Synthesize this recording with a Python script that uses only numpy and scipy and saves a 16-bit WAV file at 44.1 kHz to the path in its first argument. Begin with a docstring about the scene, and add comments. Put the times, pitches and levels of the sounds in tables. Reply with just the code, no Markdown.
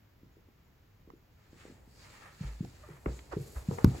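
"""Someone sitting in a small room shifts a pair of rubber boots onto a carpet, near a hand-held phone.
Over quiet room noise the boot shafts flex with hollow thumps, among faint high chirps and a dull tap.
From about 1.4 s clothing rustles, hand and body rumble, and rubber scuffs in short strokes.
From 2.4 s the thumps grow, heels thud on the floor and the rubber squeaks twice.
At 3.84 s a handling knock with a sharp click hits the phone."""
import sys
import numpy as np
from scipy import signal
from scipy.fft import rfft, irfft
from scipy.io import wavfile
from scipy.ndimage import uniform_filter1d

SR = 44100
rng = np.random.default_rng(int(sys.argv[2]) if len(sys.argv) > 2 else 0)


def generate_wav(signal):
    """Clip the signal to [-1, 1] and save it as 16-bit WAV at the path in sys.argv[1]."""
    frames = np.transpose(np.atleast_2d(signal))
    scaled = np.clip(frames, -1, 1) * 32767
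    pcm = np.round(scaled).astype(np.int16)
    wavfile.write(sys.argv[1], SR, pcm)


N = 176400

# fine fabric hiss: freq_hz, gain_db
FABRIC_HISS_SPECTRUM = [(3300, -22), (4400, -3), (5800, -4), (7300, 3), (9300, -5), (11200, -2),
                        (12000, -4), (13100, -1), (13900, -9), (15700, -11)]
FABRIC_GRAIN, RUB_GRAIN = 0.21, 0.27


def undb(db):
    """Decibels to gain."""
    return 10 ** (np.asarray(db) / 20)


def unit(x):
    """Scale to rms 1."""
    return x / np.sqrt(np.mean(x ** 2))


def pan(db):
    """Channel gains for left minus right in dB."""
    return undb(np.array([[db], [-db]]) / 2)


def since(start_s):
    """Seconds since a moment, zero before it."""
    return np.maximum(np.arange(N) / SR - start_s, 0)


def curve(points):
    """Gain along (time_s, level_db) points."""
    return undb(np.interp(np.arange(N) / SR, *np.array(points).T))


def stroke(peak_s, rise_s, fall_s):
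    """Envelope of one movement: Gaussian swell, exponential fall."""
    before_s = np.minimum(np.arange(N) / SR - peak_s, 0)
    return np.exp(-(before_s / rise_s) ** 2 - since(peak_s) / fall_s)


def wander(rate_hz):
    """Straight lines between random values."""
    return np.interp(np.arange(N) / SR * rate_hz, np.arange(1000), rng.standard_normal(1000))


def colour(x, spectrum):
    """Minimum-phase filter through (freq_hz, gain_db) points."""
    hz, db = np.array(spectrum, float).T
    bins_hz = np.arange(N // 2 + 1) * SR / N
    gain = undb(np.interp(np.log(bins_hz + 1), np.log(hz), db))
    cepstrum = irfft(np.log(gain), N)
    cepstrum[1:N // 2] *= 2
    return irfft(rfft(x) * np.exp(rfft(cepstrum[:N // 2 + 1], N)), N)


def edge(x, hz, kind, order=2):
    """Low- or high-pass."""
    sos = signal.butter(order, min(hz, .45 * SR), kind, fs=SR, output="sos")
    return signal.sosfilt(sos, x + 1e-18)


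def stereo_noise(grain=0):
    """Noise at two microphones, alike in the bass; grain makes it a patter of tiny slips."""
    # side relative to mid: freq_hz, gain_db
    side_spectrum = [(60, -25), (200, -8), (500, -3), (2500, -2), (5000, 0), (8000, -11.5), (14000, -1)]
    noise = rng.standard_normal((2, N))
    patter = np.repeat(rng.standard_normal(N // 40 + 1), 40)[:N]
    mid, side = noise * np.exp(grain * patter)
    side = colour(side, side_spectrum)
    return unit(np.array([mid + side, mid - side]))


def friction(spectrum, grain):
    """Tiny slips of fluttering strength; a bounce off the moving boots adds shifting resonances."""
    bounce_s, bounce_gain, flutter_db = 0.0022, 0.21, 1.6
    slips = stereo_noise(grain)
    delay_s = bounce_s * np.exp(0.12 * wander(rate_hz=5))
    bounce = slips[:, np.round(np.arange(N) - SR * delay_s).astype(int)]
    rub = unit(colour(slips + bounce_gain * bounce, spectrum))
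    return rub * undb(flutter_db * wander(rate_hz=40))


def room(x):
    """Low room resonances, wider as they rise in pitch, and a short diffuse echo."""
    # room resonances: pitch_hz, level_db, t60_s
    resonances = [(100.6, 2, 0.18), (133.7, 0.5, 0.22), (181, -1.5, 0.16), (239.8, -6, 0.158),
                  (276.6, -14, 0.26), (357, -11.5, 0.24), (417, -17.5, 0.44), (465, -6, 0.22)]
    modes_db, echo_db, echo_t60_s, delay_s = -46.5, -8.5, 0.16, 0.0091
    skew_rad_per_hz = 0.1 / 181
    t = since(delay_s)[:SR // 2]
    modes = 0
    for hz, db, t60_s in resonances:
        skew_rad = np.array([[1], [-1]]) * skew_rad_per_hz * hz * rng.choice([-1, 1])
        envelope = undb(db - 60 * t / t60_s) * np.minimum(t * hz, 1)
        modes = modes + envelope * np.sin(2 * np.pi * hz * t + skew_rad)
    echo = stereo_noise()[:, :len(t)] * undb(-60 * t / echo_t60_s) * (t > 0)
    response = undb(modes_db) * modes + undb(echo_db) * unit(echo) / np.sqrt(len(t))
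    return signal.fftconvolve(x[None], response, axes=1)[:, :N]


def air():
    """Quiet room rumble and microphone hiss."""
    # noise floor: freq_hz, gain_db
    spectrum = [(20, -6), (50, -2), (100, -1), (200, -11), (400, -18), (700, -23), (1200, -25), (2200, -28),
                (3500, -34), (7300, -38), (8800, -53), (10300, -45), (13300, -36), (15700, -36)]
    return undb(-62) * unit(colour(stereo_noise(), spectrum))


def thumps():
    """Each hollow bump is a heavily damped swing that sets the room ringing."""
    # rubber, and hand on phone: start_s, level_db, pitch_hz, swell_cycles, room_db
    bumps = [(0.232, -45, 233, 0.48, 2), (.368, -49, 335, 0.64, 3), (0.486, -50.5, 298, 0.51, -6),
             (1.075, -45, 303, 0.5, 6), (1.135, -44.5, 325, 0.99, -2), (1.53, -42, 248, 0.31, 2.5),
             (1.653, -37.5, 355, 0.34, 0), (1.68, -50, 403, .8, 1), (1.698, -44, 255, 0.76, -23),
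             (1.711, -45.5, 392, 0.37, -11), (1.721, -46, 226, 0.68, -3), (1.876, -44, 145, 0.24, -6),
             (2.407, -28.5, 150.6, 0.86, -5), (2.606, -22.5, 162, 0.6, -11.5), (2.626, -38, 295, 0.91, 5),
             (2.644, -34.5, 190, 0.36, -6.5), (2.887, -43.5, 372, 1.4, 3), (2.899, -42, 142, 1.7, -7.5),
             (3.061, -22, 383, 0.9, -9), (3.066, -27, 159, 0.59, -7), (3.092, -34.5, 382, 0.67, 3),
             (3.334, -31.5, 376, 1.4, -3), (3.365, -24.5, 150, 0.61, -6.5), (3.368, -27, 391, 1.46, -4),
             (3.405, -35.5, 146, 1.3, -28), (3.685, -19, 161, 0.7, -7.5), (3.710, -30.5, 447, 0.89, 3),
             (3.726, -33, 166, 0.39, -4), (3.844, -3.5, 179.5, 0.34, -6), (3.861, -22, 200, 0.62, -24),
             (3.874, -24.5, 119, 0.73, -37), (3.948, -38.5, 310, 0.73, 8)]
    right_lag_s = 0.00013
    direct, to_room = np.zeros(N), np.zeros(N)
    for start_s, db, hz, swell_cycles, room_db in bumps:
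        t = since(start_s)
        age = np.minimum(t * hz / swell_cycles, 20)
        swing = undb(db) * (age * np.exp(1 - age)) ** 2 * -np.sin(2 * np.pi * hz * t)
        direct += swing
        to_room += undb(room_db) * swing
    t = np.arange(N) / SR
    right = np.interp(t - right_lag_s, t, direct)
    return np.array([direct, right]) + room(to_room)


def chirps():
    """Faint, thin chirps with a wavering pitch."""
    # high chirps: peak_s, level_db, pitch_hz
    tones = [(.335, -82, 7000), (.655, -83, 7200), (1.17, -81, 7000)]
    out = 0
    for peak_s, db, hz in tones:
        pitch_hz = hz * (1 + 0.0306 * wander(rate_hz=550))
        tone = np.sin(2 * np.pi * np.cumsum(pitch_hz) / SR)
        out = out + undb(db) * tone * stroke(peak_s, rise_s=0.014, fall_s=0.035)
    return out


def clicks():
    """Dull taps, each a contact and a brief crunch, then the bright double click of the phone's case."""
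    # sharp contacts: start_s, level_db, top_hz, decay_s, pan_db
    contacts = [(1.1022, -40, 1720, 0.0026, -3.5), (1.1023, -54, 6100, 0.0012, -0.5),
                (2.649, -36.5, 790, 0.0013, -3), (2.6485, -46.5, 5600, 0.0021, -0.5),
                (3.0596, -23.5, 1900, 0.0031, -2), (3.191, -40.5, 3830, 0.0037, -2.5),
                (3.7115, -33.5, 1220, 0.006, 2), (3.7847, -24, 1840, 0.0023, 3),
                (3.789, -29, 1270, 0.0019, 5), (3.8447, -14, 1490, 0.0023, 4.5),
                (3.950, -33.5, 1070, 0.0012, -9)]
    # case response to every tap: freq_hz, gain_db
    case_spectrum = [(480, 4), (600, -6.5), (690, 3.5), (1230, 1), (1750, -6), (1910, 0.5)]
    # case click: freq_hz, gain_db
    snap_spectrum = [(1000, 7.5), (3000, -7), (5000, 5), (7500, -8), (9800, -8), (13200, 0.5), (14200, -16),
                     (15300, -7)]
    crunch_gain, low_hz, max_lag_s = 0.14, 367, 0.00073
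    snap_s, snap_decay_s, repeat_s, repeat_db = 3.8452, 0.00067, 0.0034, -14
    taps = np.zeros((2, N))
    for start_s, db, top_hz, decay_s, pan_db in contacts:
        t = since(start_s)
        impulse = np.diff(np.sign(t), prepend=0)
        crunch = crunch_gain * rng.standard_normal((2, N)) * np.exp(-t / decay_s) * (t > 0)
        tap = edge(edge(impulse + crunch, top_hz, "low", order=5), low_hz, "high")
        tap = unit(tap) * np.sqrt(decay_s / 2 * SR / N)
        far_mic = int(pan_db > 0)
        lag_samples = int(max_lag_s * SR * min(abs(pan_db) / 4, 1))
        tap[far_mic] = np.roll(tap[far_mic], lag_samples)
        taps += undb(db) / 2 * pan(pan_db) * tap
    taps = colour(taps, case_spectrum)
    crack = unit(colour(rng.standard_normal(N), snap_spectrum)) * undb(-16.5) / 2 * pan(5)
    first, second = ((t > 0) * np.exp(-t / snap_decay_s)
                     for t in (since(snap_s), since(snap_s + repeat_s)))
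    snap = crack * (first + undb(repeat_db) * second)
    return taps + snap + undb(-6.5) * room(taps.mean(axis=0))


def rumble():
    """Hand and body rumble softly as the movement grows."""
    # body movement: time_s, level_db
    levels = [(1.2, -80), (1.7, -59), (2.3, -69), (2.75, -58.5), (3.0, -62), (3.3, -57.5), (3.5, -60),
              (3.85, -44), (4.0, -48.5)]
    # rumble: freq_hz, gain_db
    spectrum = [(30, -15.5), (65, 8), (140, -2.5), (260, -11.5), (480, -14.5), (800, -14.5), (3000, -56)]
    return friction(spectrum, RUB_GRAIN) * curve(levels)


def clothing():
    """Fabric slides with the legs; a finer hiss joins close to the phone."""
    # sliding fabric: time_s, level_db
    slide_levels = [(0.9, -105), (1.42, -76.5), (1.61, -62.5), (1.72, -65), (1.82, -80), (1.93, -70.5),
                    (2.03, -57), (2.25, -62), (2.38, -63.5), (2.44, -53.5), (2.55, -61), (2.74, -62.5),
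                    (2.86, -65.5), (3.05, -70), (3.13, -55.5), (3.29, -65.5), (3.34, -58.5), (3.39, -58),
                    (3.57, -60), (3.65, -59.5), (3.75, -54), (3.82, -58), (3.9, -53.5), (4.0, -52)]
    # sliding fabric: freq_hz, gain_db
    slide_spectrum = [(200, 22), (700, 7.5), (2300, 9.5), (3200, 4.5), (4400, 8), (5800, 3), (7400, 8),
                      (9000, -9.5), (10200, -1), (11500, -25.5), (15500, -5.5)]
    # close hiss: time_s, level_db
    hiss_levels = [(1.3, -115), (2.0, -76.5), (2.9, -73), (3.34, -73.5), (3.42, -62.5), (3.58, -59),
                   (3.65, -67.5), (3.75, -62), (3.86, -65), (4.0, -63)]
    slide = friction(slide_spectrum, FABRIC_GRAIN)
    hiss = unit(friction(FABRIC_HISS_SPECTRUM, FABRIC_GRAIN).mean(axis=0))
    return slide * curve(slide_levels) + hiss * curve(hiss_levels)


def scuffs():
    """Boots dragged in short strokes, duller where the sole presses into the pile."""
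    # rubber on carpet and rubber: peak_s, level_db, rise_s, fall_s, low_hz, top_hz, pan_db
    drags = [(1.45, -71.5, 0.074, 0.21, 1220, 2620, 2), (1.612, -60.5, 0.032, 0.09, 1830, 2820, 0.5),
             (2.08, -61, 0.1, 0.12, 990, 2900, -1.5), (2.17, -60, 0.049, 0.19, 1110, 2800, 0),
             (2.26, -53.5, 0.027, 0.019, 1000, 1980, -0.5), (2.446, -54.5, 0.034, 0.062, 402, 2640, -3.5),
             (2.96, -57, 0.13, 0.036, 830, 2100, 0), (3.085, -45.5, 0.025, 0.028, 200, 1060, 1.5),
             (3.23, -68, 0.13, 0.12, 300, 1100, -8), (3.332, -41.5, 0.015, 0.015, 576, 1430, -4.5),
             (3.41, -54.5, 0.087, 0.15, 200, 456, 1), (3.569, -48.5, 0.014, 0.03, 504, 1570, -2),
             (3.73, -52, 0.04, 0.029, 200, 700, 14), (3.805, -48, 0.027, 0.061, 400, 1530, -2),
             (3.99, -59, 0.074, .05, 600, 2173, 8)]
    # rubbing rubber: freq_hz, gain_db
    spectrum = [(150, -2), (400, 3), (800, -2), (1000, -5.5), (1280, -1), (1480, -8.5), (1700, -3),
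                (2150, -7), (3000, -13), (5000, -16), (10000, -6)]
    rub = friction(spectrum, RUB_GRAIN)
    out = 0
    for peak_s, db, rise_s, fall_s, low_hz, top_hz, pan_db in drags:
        band = unit(edge(edge(rub, top_hz, "low"), low_hz, "high"))
        out = out + undb(db) * pan(pan_db) * band * stroke(peak_s, rise_s, fall_s)
    return out


def swishes():
    """Smooth fabric brushes past in single strokes, each a narrow band of hiss."""
    # fabric strokes: peak_s, level_db, rise_s, fall_s, centre_hz
    brushes = [(1.65, -72, 0.098, 0.17, 7400), (2.03, -65, 0.11, .06, 4570), (2.12, -72, 0.061, 0.21, 7560),
               (3.165, -65, 0.093, 0.087, 7150), (3.328, -59, 0.0093, 0.0094, 4500),
               (3.765, -58.5, 0.063, 0.036, 6800), (3.97, -61.5, 0.038, 0.071, 7100)]
    hiss = friction(FABRIC_HISS_SPECTRUM, FABRIC_GRAIN)
    out = 0
    for peak_s, db, rise_s, fall_s, centre_hz in brushes:
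        band = unit(signal.lfilter(*signal.iirpeak(centre_hz, Q=4, fs=SR), hiss))
        out = out + undb(db) * band * stroke(peak_s, rise_s, fall_s)
    return out


def thuds():
    """The floor booms softly under a heel."""
    # heels loading the floor: start_s, level_db, pitch_hz, rise_s, t60_s
    heels = [(2.439, -33, 53.7, 0.02, 0.55), (3.064, -28, 60.4, 0.0052, 0.34),
             (3.316, -42, 62.5, 0.0082, 0.5), (3.558, -29.5, 62.4, 0.012, 0.15),
             (3.849, -17, 74.4, 0.0045, 0.095)]
    out = 0
    for start_s, db, hz, rise_s, t60_s in heels:
        t = since(start_s)
        attack = np.sin(np.pi / 2 * np.minimum(t / rise_s, 1))
        decay = undb(db - 60 * since(start_s + rise_s) / t60_s)
        out = out - attack * decay * np.sin(2 * np.pi * hz * t)
    return out


def squeaks():
    """Rubber sticks and slips unevenly, ringing the boot wall."""
    # stick-slip bursts: peak_s, level_db, slip_rate_hz, rise_s, fall_s, pan_db
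    bursts = [(2.839, -51, 600, 0.0039, 0.015, -2), (3.332, -50.5, 380, 0.01, 0.0063, -22.5)]
    wall_hz, bandwidth_hz, top_hz, jitter = 1044, 620, 900, 0.07
    out = 0
    for peak_s, db, slip_rate_hz, rise_s, fall_s, pan_db in bursts:
        waver = unit(uniform_filter1d(rng.standard_normal(N), SR // 500))
        rate_hz = slip_rate_hz * (1 + jitter * waver)
        slips = np.diff(np.floor(np.cumsum(rate_hz) / SR), prepend=0)
        wall = signal.lfilter(*signal.iirpeak(wall_hz, wall_hz / bandwidth_hz, fs=SR), slips)
        squeak = unit(edge(wall, top_hz, "low"))
        out = out + undb(db) * pan(pan_db) * squeak * stroke(peak_s, rise_s, fall_s)
    return out


def scene():
    """All sources at the phone, in stereo."""
    impacts = thumps() + thuds() + clicks()
    rubbing = scuffs() + squeaks() + clothing() + swishes()
    return impacts + rubbing + chirps() + rumble() + air()


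def record(dry):
    """The phone cuts the deepest bass and the top."""
    low_hz, top_hz = 26.6, 15750
    top_cut = signal.ellip(8, .2, 70, top_hz, fs=SR, output="sos")
    return signal.sosfilt(top_cut, edge(dry, low_hz, "high", order=4))


dry = scene()
out = record(dry)
generate_wav(out)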